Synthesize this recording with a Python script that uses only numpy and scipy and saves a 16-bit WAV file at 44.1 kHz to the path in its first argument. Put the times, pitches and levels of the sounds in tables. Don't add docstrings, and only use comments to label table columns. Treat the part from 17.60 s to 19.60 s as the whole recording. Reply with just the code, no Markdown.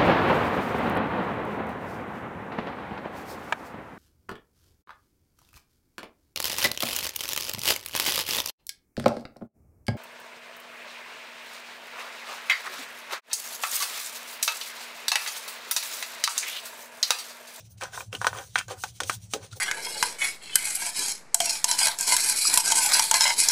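import sys
import numpy as np
from scipy import signal
from scipy.io import wavfile
from scipy.ndimage import uniform_filter1d

SR = 44100
rng = np.random.default_rng(int(sys.argv[2]) if len(sys.argv) > 2 else 0)


def volts_from_db(level):
    exponent = np.asarray(level, float) / 20
    return 10 ** exponent


def unload_audio(sound):
    columns = np.transpose(np.atleast_2d(sound))
    steps = np.round(np.clip(columns, -1, 1) * 32767)
    wavfile.write(sys.argv[1], SR, steps.astype(np.int16))


N = 88200


def evened(x):
    return x / np.sqrt(np.mean(x ** 2) + 1e-20)


def read(points, hz):
    f, value = np.transpose(points)
    return np.interp(np.log(hz + 1), np.log(f + 1), value)


def colour(x, gain_db):
    hz = abs(np.fft.fftfreq(4096, 1 / SR))
    log_gain = np.log(volts_from_db(gain_db(hz)))
    taps = np.fft.ifft(np.exp(signal.hilbert(log_gain).conj())).real[:2048]
    return signal.fftconvolve(x, taps)[:len(x)]


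def resonate(x, hz, width_hz):
    r = np.exp(-np.pi * width_hz / SR)
    w = 2 * np.pi * hz / SR
    return signal.lfilter([0, np.sin(w)], [1, -2 * r * np.cos(w), r * r], x)


def ring_modes(drive, hz, db, t60):
    return sum(volts_from_db(g) * resonate(drive, f, 2.2 / d) for f, g, d in zip(hz, db, t60))


def add(mix, s, sound):
    at = round(s * SR)
    part = mix[max(at, 0):][:len(sound) + min(at, 0)]
    part += sound[max(-at, 0):][:len(part)]


def smooth_twice(x, size):
    return uniform_filter1d(uniform_filter1d(x, size=size), size=size)


def swell(rise, fall):
    edge_db = 25
    t = np.arange(-2 * rise, 2 * fall, 1 / SR)
    return volts_from_db(-edge_db * np.where(t < 0, (t / rise) ** 2, abs(t / fall) ** 1.104))


def clicks(count, per_s, spread_db):
    happens, sign, size = rng.random((count, 3)).T
    heights = np.sign(sign - 0.5) * volts_from_db(-spread_db * np.log(size + 0.00318))
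    return evened((happens < per_s / SR) * heights)


def patchy(x, frames=18, bins=3):
    z = signal.stft(x, nperseg=256)[2]
    patches = uniform_filter1d(rng.standard_normal(z.shape), size=bins, axis=0)
    patches = evened(uniform_filter1d(patches, size=frames, axis=1))
    patch_db = 2.5
    return signal.istft(z * volts_from_db(patch_db * patches), nperseg=256)[1][:N]


# (frequency [Hz], level [dB], fade by 60 dB [s])
FERRULE_MODES = [(3300, -6, .015), (4200, -6, .015), (5900, -3, .015), (6250, 0, .025), (6700, -3, .015),
                 (8900, -4, .015)]


def ferrule(drive):
    return evened(ring_modes(drive, *np.transpose(FERRULE_MODES)))


# (fullest moment [s], rise [s], fall [s], level [dB], brightness [dB per octave]); the first four,
# faint and short, are the background hiss fluttering before the brush work
SWEEPS = [(.005, 0.045, 0.05, -48.5, 0), (0.065, 0.043, 0.039, -51.5, 2.5), (0.119, 0.032, 0.045, -41, 11),
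          (0.181, 0.0097, 0.05, -49.5, 2), (0.225, .03, 0.11, -38, 1.5), (0.352, 0.041, 0.099, -37, 2.5),
          (0.402, 0.09, 0.084, -34.5, 5), (0.543, 0.029, 0.11, -40, 3.5), (1.971, 0.024, 0.039, -36, 6),
          (0.677, 0.12, 0.064, -36, 5), (1.085, 0.011, 0.061, -41, 13), (0.777, 0.1, 0.26, -38, 4),
          (0.982, 0.058, 0.092, -35, 3.5), (1.119, .04, 0.042, -36, 0), (1.229, 0.077, 0.11, -32.5, 7.5),
          (1.292, 0.036, 0.051, -41, 2.5), (1.37, 0.047, 0.062, -44.5, 3), (1.422, 0.025, 0.28, -52, -5.5),
          (1.494, 0.062, 0.03, -29.5, 6), (1.542, 0.054, 0.045, -28.5, 5), (1.64, 0.058, 0.073, -45, 4),
          (1.741, 0.048, 0.065, -34, 4.5), (1.849, 0.062, 0.075, -44, 0.5), (1.932, 0.03, 0.047, -43, -1)]
# (frequency [Hz], level [dB])
BRISTLE_COLOUR = [(400, -12), (1700, -13.5), (2300, -6.5), (4000, -3.5), (5200, -6), (6300, -1.5),
                  (7500, -8), (9000, -7)]


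def bristles():
    out = np.zeros(N)
    flicks = clicks(N + SR, per_s=7200, spread_db=2)
    ferrule_db = -27
    for s, rise, fall, db, tilt_db in SWEEPS:
        shape = swell(rise, fall)
        under_sweep = flicks[round(s * SR):][:len(shape)]
        hiss = colour(under_sweep, lambda hz: read(BRISTLE_COLOUR, hz) + tilt_db * np.log2((hz + 300) / 6000))
        brush = evened(evened(hiss) + volts_from_db(ferrule_db) * ferrule(hiss))
        add(out, s - 2 * rise, volts_from_db(db) * shape * brush)
    return patchy(out)


# (time [s], length [s], level [dB])
HUM_SWELLS = [(0.072, 0.3, -55), (0.176, 0.042, -48), (0.337, 0.042, -54), (0.494, 0.072, -38.5),
              (0.602, 0.071, -40.5), (0.732, 0.16, -43.5), (0.902, .1, -57), (1.086, 0.047, -41),
              (1.188, 0.045, -45.5), (1.382, 0.23, -75.5), (1.488, 0.15, -44.5), (1.57, 0.072, -40),
              (1.643, 0.031, -38.5), (1.702, 0.078, -44.5), (1.829, 0.051, -44), (1.935, 0.05, -38)]
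# (frequency [Hz], level [dB])
AIR_COLOUR = [(20, -24), (60, 13), (150, -16), (220, 6), (700, -0.5), (1100, -9.5), (2500, -12),
              (6000, -20.5)]


def hum():
    fuzz, upper, air, wander = rng.standard_normal((N, 4)).T
    t = np.arange(N) / SR
    middle_hz, wander_hz = 103, 6.25
    fuzz_db, upper_db, air_db = -51.5, -61, -67

    hz = middle_hz + wander_hz * evened(smooth_twice(wander, 2500))
    level = sum(volts_from_db(db) * np.exp(-2 * ((t - s) / length * 2) ** 2) for s, length, db in HUM_SWELLS)
    low = level * np.sqrt(2) * np.sin(2 * np.pi * np.cumsum(hz) / SR)
    low += volts_from_db(fuzz_db) * evened(resonate(resonate(fuzz, 121.5, 40), 82, 58.3))

    upper = evened(resonate(resonate(upper, 180, 25), 180, 59))
    upper = volts_from_db(upper_db) * upper * evened(level + 0.0047)

    air = patchy(colour(air, lambda f: read(AIR_COLOUR, f)), frames=24, bins=2)
    return low + upper + volts_from_db(air_db) * evened(air)


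# (frequency [Hz], level [dB], fade by 60 dB [s])
HANDLE_MODES = [(303.5, -10.5, 0.06), (444, -10, 0.075), (530, 5.5, 0.029), (784, 0.5, 0.028),
                (1010, -0.5, 0.021), (1223, -0.5, 0.012), (1500, 6, 0.017), (1789, -4, 0.021),
                (2050, -10.5, 0.024), (2297, -4, 0.025), (2510, 1.5, 0.01), (2674, -14, 0.06),
                (3030, -10.5, 0.026), (3150, -3.5, 0.036)]


def handle(drive, spot_hz, octaves, chance):
    hz, db, t60 = np.transpose(HANDLE_MODES)
    floor_db, uneven_db = -13.5, 3
    spot_db = np.maximum(-6 * (np.log2(hz / spot_hz) / octaves) ** 2, floor_db)
    ring = ring_modes(drive, hz, db + spot_db + uneven_db * chance, t60)
    return signal.lfilter(*signal.butter(3, 0.5 * spot_hz, "high", fs=SR), ring)


# (fullest moment [s], rise [s], fall [s], level [dB], centre of the spot [Hz])
DRAGS = [(0.229, 0.024, 0.081, -33, 1030), (0.343, 0.027, 0.043, -38, 1180),
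         (0.414, 0.095, 0.042, -43.5, 850), (0.546, 0.026, 0.041, -39, 850),
         (0.629, 0.025, 0.053, -37.5, 1110), (0.68, 0.037, 0.068, -35.5, 1131),
         (0.747, 0.037, 0.12, -50.5, 830), (0.793, 0.072, 0.065, -35, 1030),
         (0.984, 0.024, 0.053, -31.5, 2270), (1.117, 0.026, 0.066, -34.5, 810),
         (1.182, 0.028, 0.041, -53.5, 1330), (1.249, 0.021, 0.052, -43, 1040),
         (1.415, .02, 0.076, -37.5, 695), (1.511, 0.017, 0.051, -36, 1400),
         (1.745, 0.0069, 0.072, -31.5, 503), (0.547, 0.024, 0.041, -40, 270),
         (1.842, 0.06, 0.055, -49, 780), (1.085, 0.008, 0.11, -42.5, 970),
         (1.972, 0.026, 0.029, -49.5, 540)]


def drags():
    out = np.zeros(N)
    slips = clicks(N + SR, per_s=2200, spread_db=3)
    octaves = 0.86
    for s, rise, fall, db, spot_hz in DRAGS:
        shape = swell(rise, fall)
        chance = rng.uniform(0.078, 1, len(HANDLE_MODES))
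        drive = slips[round(s * SR):][:len(shape)]
        steady = handle(drive, spot_hz, octaves, chance).std()
        add(out, s - 2 * rise, volts_from_db(db) * handle(drive * shape, spot_hz, octaves, chance) / steady)
    return out


# (time [s], peak [dB], centre of the struck spot [Hz],
#                 crack against the peak [dB], spread of the spot [octaves])
KNOCKS = [(0.21, -27.5, 1530, -9.5, 0.31), (0.2172, -21.5, 2180, -19, 0.55), (.223, -23, 1230, -16, 0.26),
          (0.234, -28, 720, -2, 0.64), (0.3745, -18.5, 1150, -38, 0.71), (0.405, -21.5, 1400, -18, 0.88),
          (.527, -27, 2850, -9.5, 0.15), (.549, -25.5, 2940, -7, 0.13), (0.614, -15.5, 1336, -15.5, 0.28),
          (.644, -9, 1350, -22, 0.44), (0.6669, -3.5, 1350, -16, 0.33), (.729, -20, 1150, -31, 0.38),
          (1.737, -31.5, 396, -31.5, 0.74), (.956, -3, 1778, -20.5, 0.31), (0.9783, -20.5, 2115, -9.5, 1.1),
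          (.985, -19, 2020, -6, 0.18), (0.989, -20, 2600, -10, 0.44), (1.01, -21.5, 1830, -34, 1.1),
          (1.081, -37.5, 780, -5, 0.41), (1.2361, -14.5, 1480, -12, 0.71), (1.402, -15, 1660, -10.5, 0.44),
          (1.433, -26, 2500, -1.5, 1.1), (1.4957, -13.5, 1400, -9, 0.35), (1.735, -18.5, 1100, -0.5, 1.3)]


def knocks():
    out, t = np.zeros(N), np.arange(5000) / SR
    contact_s = 0.0011
    rattle_db, rattle_t60, crack_t60 = -11, 0.06, 0.1
    ferrule_db, blow_edge = -19.5, 1.72
    for s, peak_db, spot_hz, crack_db, octaves in KNOCKS:
        drive = volts_from_db(rattle_db - 60 * t / rattle_t60) * clicks(len(t), 2500, 2.0) * 0.1
        drive[:12] -= np.hanning(14)[1:-1] / 6.5
        ring = handle(drive, spot_hz, octaves, rng.uniform(-0.43, 0.76, len(HANDLE_MODES)))
        ring = signal.lfilter(*signal.butter(3, blow_edge * spot_hz * 2 ** octaves, fs=SR), ring)

        burst = rng.standard_normal(len(t)) * (volts_from_db(-60 * t / 0.016) + volts_from_db(-7 - 60 * t / crack_t60))
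        crack = colour(burst, lambda hz: 0.9 * read(BRISTLE_COLOUR, hz) - 0.3 * np.maximum(hz - 8000, 0) / 1000)
        crack = evened(crack) + volts_from_db(ferrule_db) * ferrule(burst)
        knock = ring / abs(ring).max() + volts_from_db(crack_db + 9.5) * crack / abs(crack).max()
        add(out, s + contact_s, volts_from_db(peak_db) * knock)
    return out


# (time [s], level [dB], pitch [Hz], fade by 60 dB [s])
RINGS = [(1.405, -25.5, 1016, 0.039), (0.212, -28.5, 1500, 0.018), (.2185, -29, 2370, 0.02),
         (0.226, -28, 1180, 0.014), (.254, -26, 1500, 0.021), (.335, -42, 1500, 0.028),
         (.3755, -26, 1010, 0.038), (.4055, -30, 2430, 0.025), (.528, -27.5, 2740, 0.027),
         (.528, -30.5, 1350, 0.031), (.529, -32, 518, 0.035), (.55, -26.5, 2940, 0.037),
         (.55, -36, 4400, 0.017), (0.6149, -32, 1515, 0.053), (.6155, -35, 770, 0.031),
         (0.624, -29, 995, 0.051), (.645, -18.5, 1010, 0.049), (0.67, -25.5, 5800, 0.03),
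         (0.668, -28, 3290, 0.041), (0.675, -19.5, 1010, 0.027), (0.7485, -27, 1200, .02),
         (0.7735, -36, 1600, 0.018), (.776, -33, 3280, 0.013), (.786, -25.5, 3330, 0.0092),
         (.786, -32, 1510, .03), (.786, -32, 6030, 0.026), (.96, -11.5, 1430, 0.0096),
         (0.9791, -35, 6600, 0.0072), (.986, -21.5, 8490, 0.018), (0.991, -23.5, 2840, 0.011),
         (1.0004, -27, 1500, .03), (1.011, -35, 2260, 0.013), (1.0828, -31, 6830, 0.011),
         (1.103, -30, 1180, 0.037), (0.956, -20.5, 3990, 0.014), (.98, -20, 2490, 0.011),
         (.805, -36.5, 530, 0.052), (1.237, -21.5, 2386, 0.01), (1.236, -25.5, 6700, 0.014),
         (1.2405, -27, 855, 0.03), (1.405, -26.5, 3510, 0.019), (1.496, -7.5, 1240, 0.016),
         (1.496, -15.5, 2380, 0.013), (1.7367, -23, 1280, 0.028), (1.7368, -22, 3040, 0.015),
         (1.743, -27.5, 610, 0.018), (1.74, -29, 302, 0.076), (1.9157, -36.5, 3870, 0.012),
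         (1.926, -44.5, 1406, 0.077), (1.967, -49, 750, 0.021), (1.982, -44, 460, 0.024)]


def rings():
    out, t = np.zeros(N), np.arange(6000) / SR
    rise_cycles, chatter_share = 1.16, 0.8
    for s, db, hz, t60 in RINGS:
        rise = np.sin(np.pi / 2 * np.minimum(t * hz / rise_cycles, 1)) ** 2
        width_hz = 0.2 * hz
        noise = rng.standard_normal(len(t))
        chatter = evened(resonate(resonate(noise, hz, width_hz), hz, width_hz))
        chatter *= chatter_share * np.minimum(t / 0.006, 1)
        add(out, s, volts_from_db(db - 60 * t / t60) * rise * (np.sin(2 * np.pi * hz * t) + chatter))
    return out


def scene():
    return (bristles() + hum() + drags() + knocks() + rings())[None]


def band_limit(x):
    return signal.sosfilt(signal.butter(12, 16830, fs=SR, output="sos"), x)


# (frequency [Hz], gain [dB])
HEARD_COLOUR = [(9000, -1.5), (11000, -11), (13200, -22), (14000, -22), (15000, -4), (15550, -27),
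                (15750, -51), (16800, -49.5)]


def record(dry):
    heard = colour(dry[0], lambda hz: read(HEARD_COLOUR, hz) - 90 * (hz > 16850))
    low_cut = signal.butter(2, 73, "high", fs=SR, output="sos")
    heard = signal.sosfilt(low_cut, heard)
    return band_limit(heard[None])


dry = scene()
out = record(dry)
unload_audio(out)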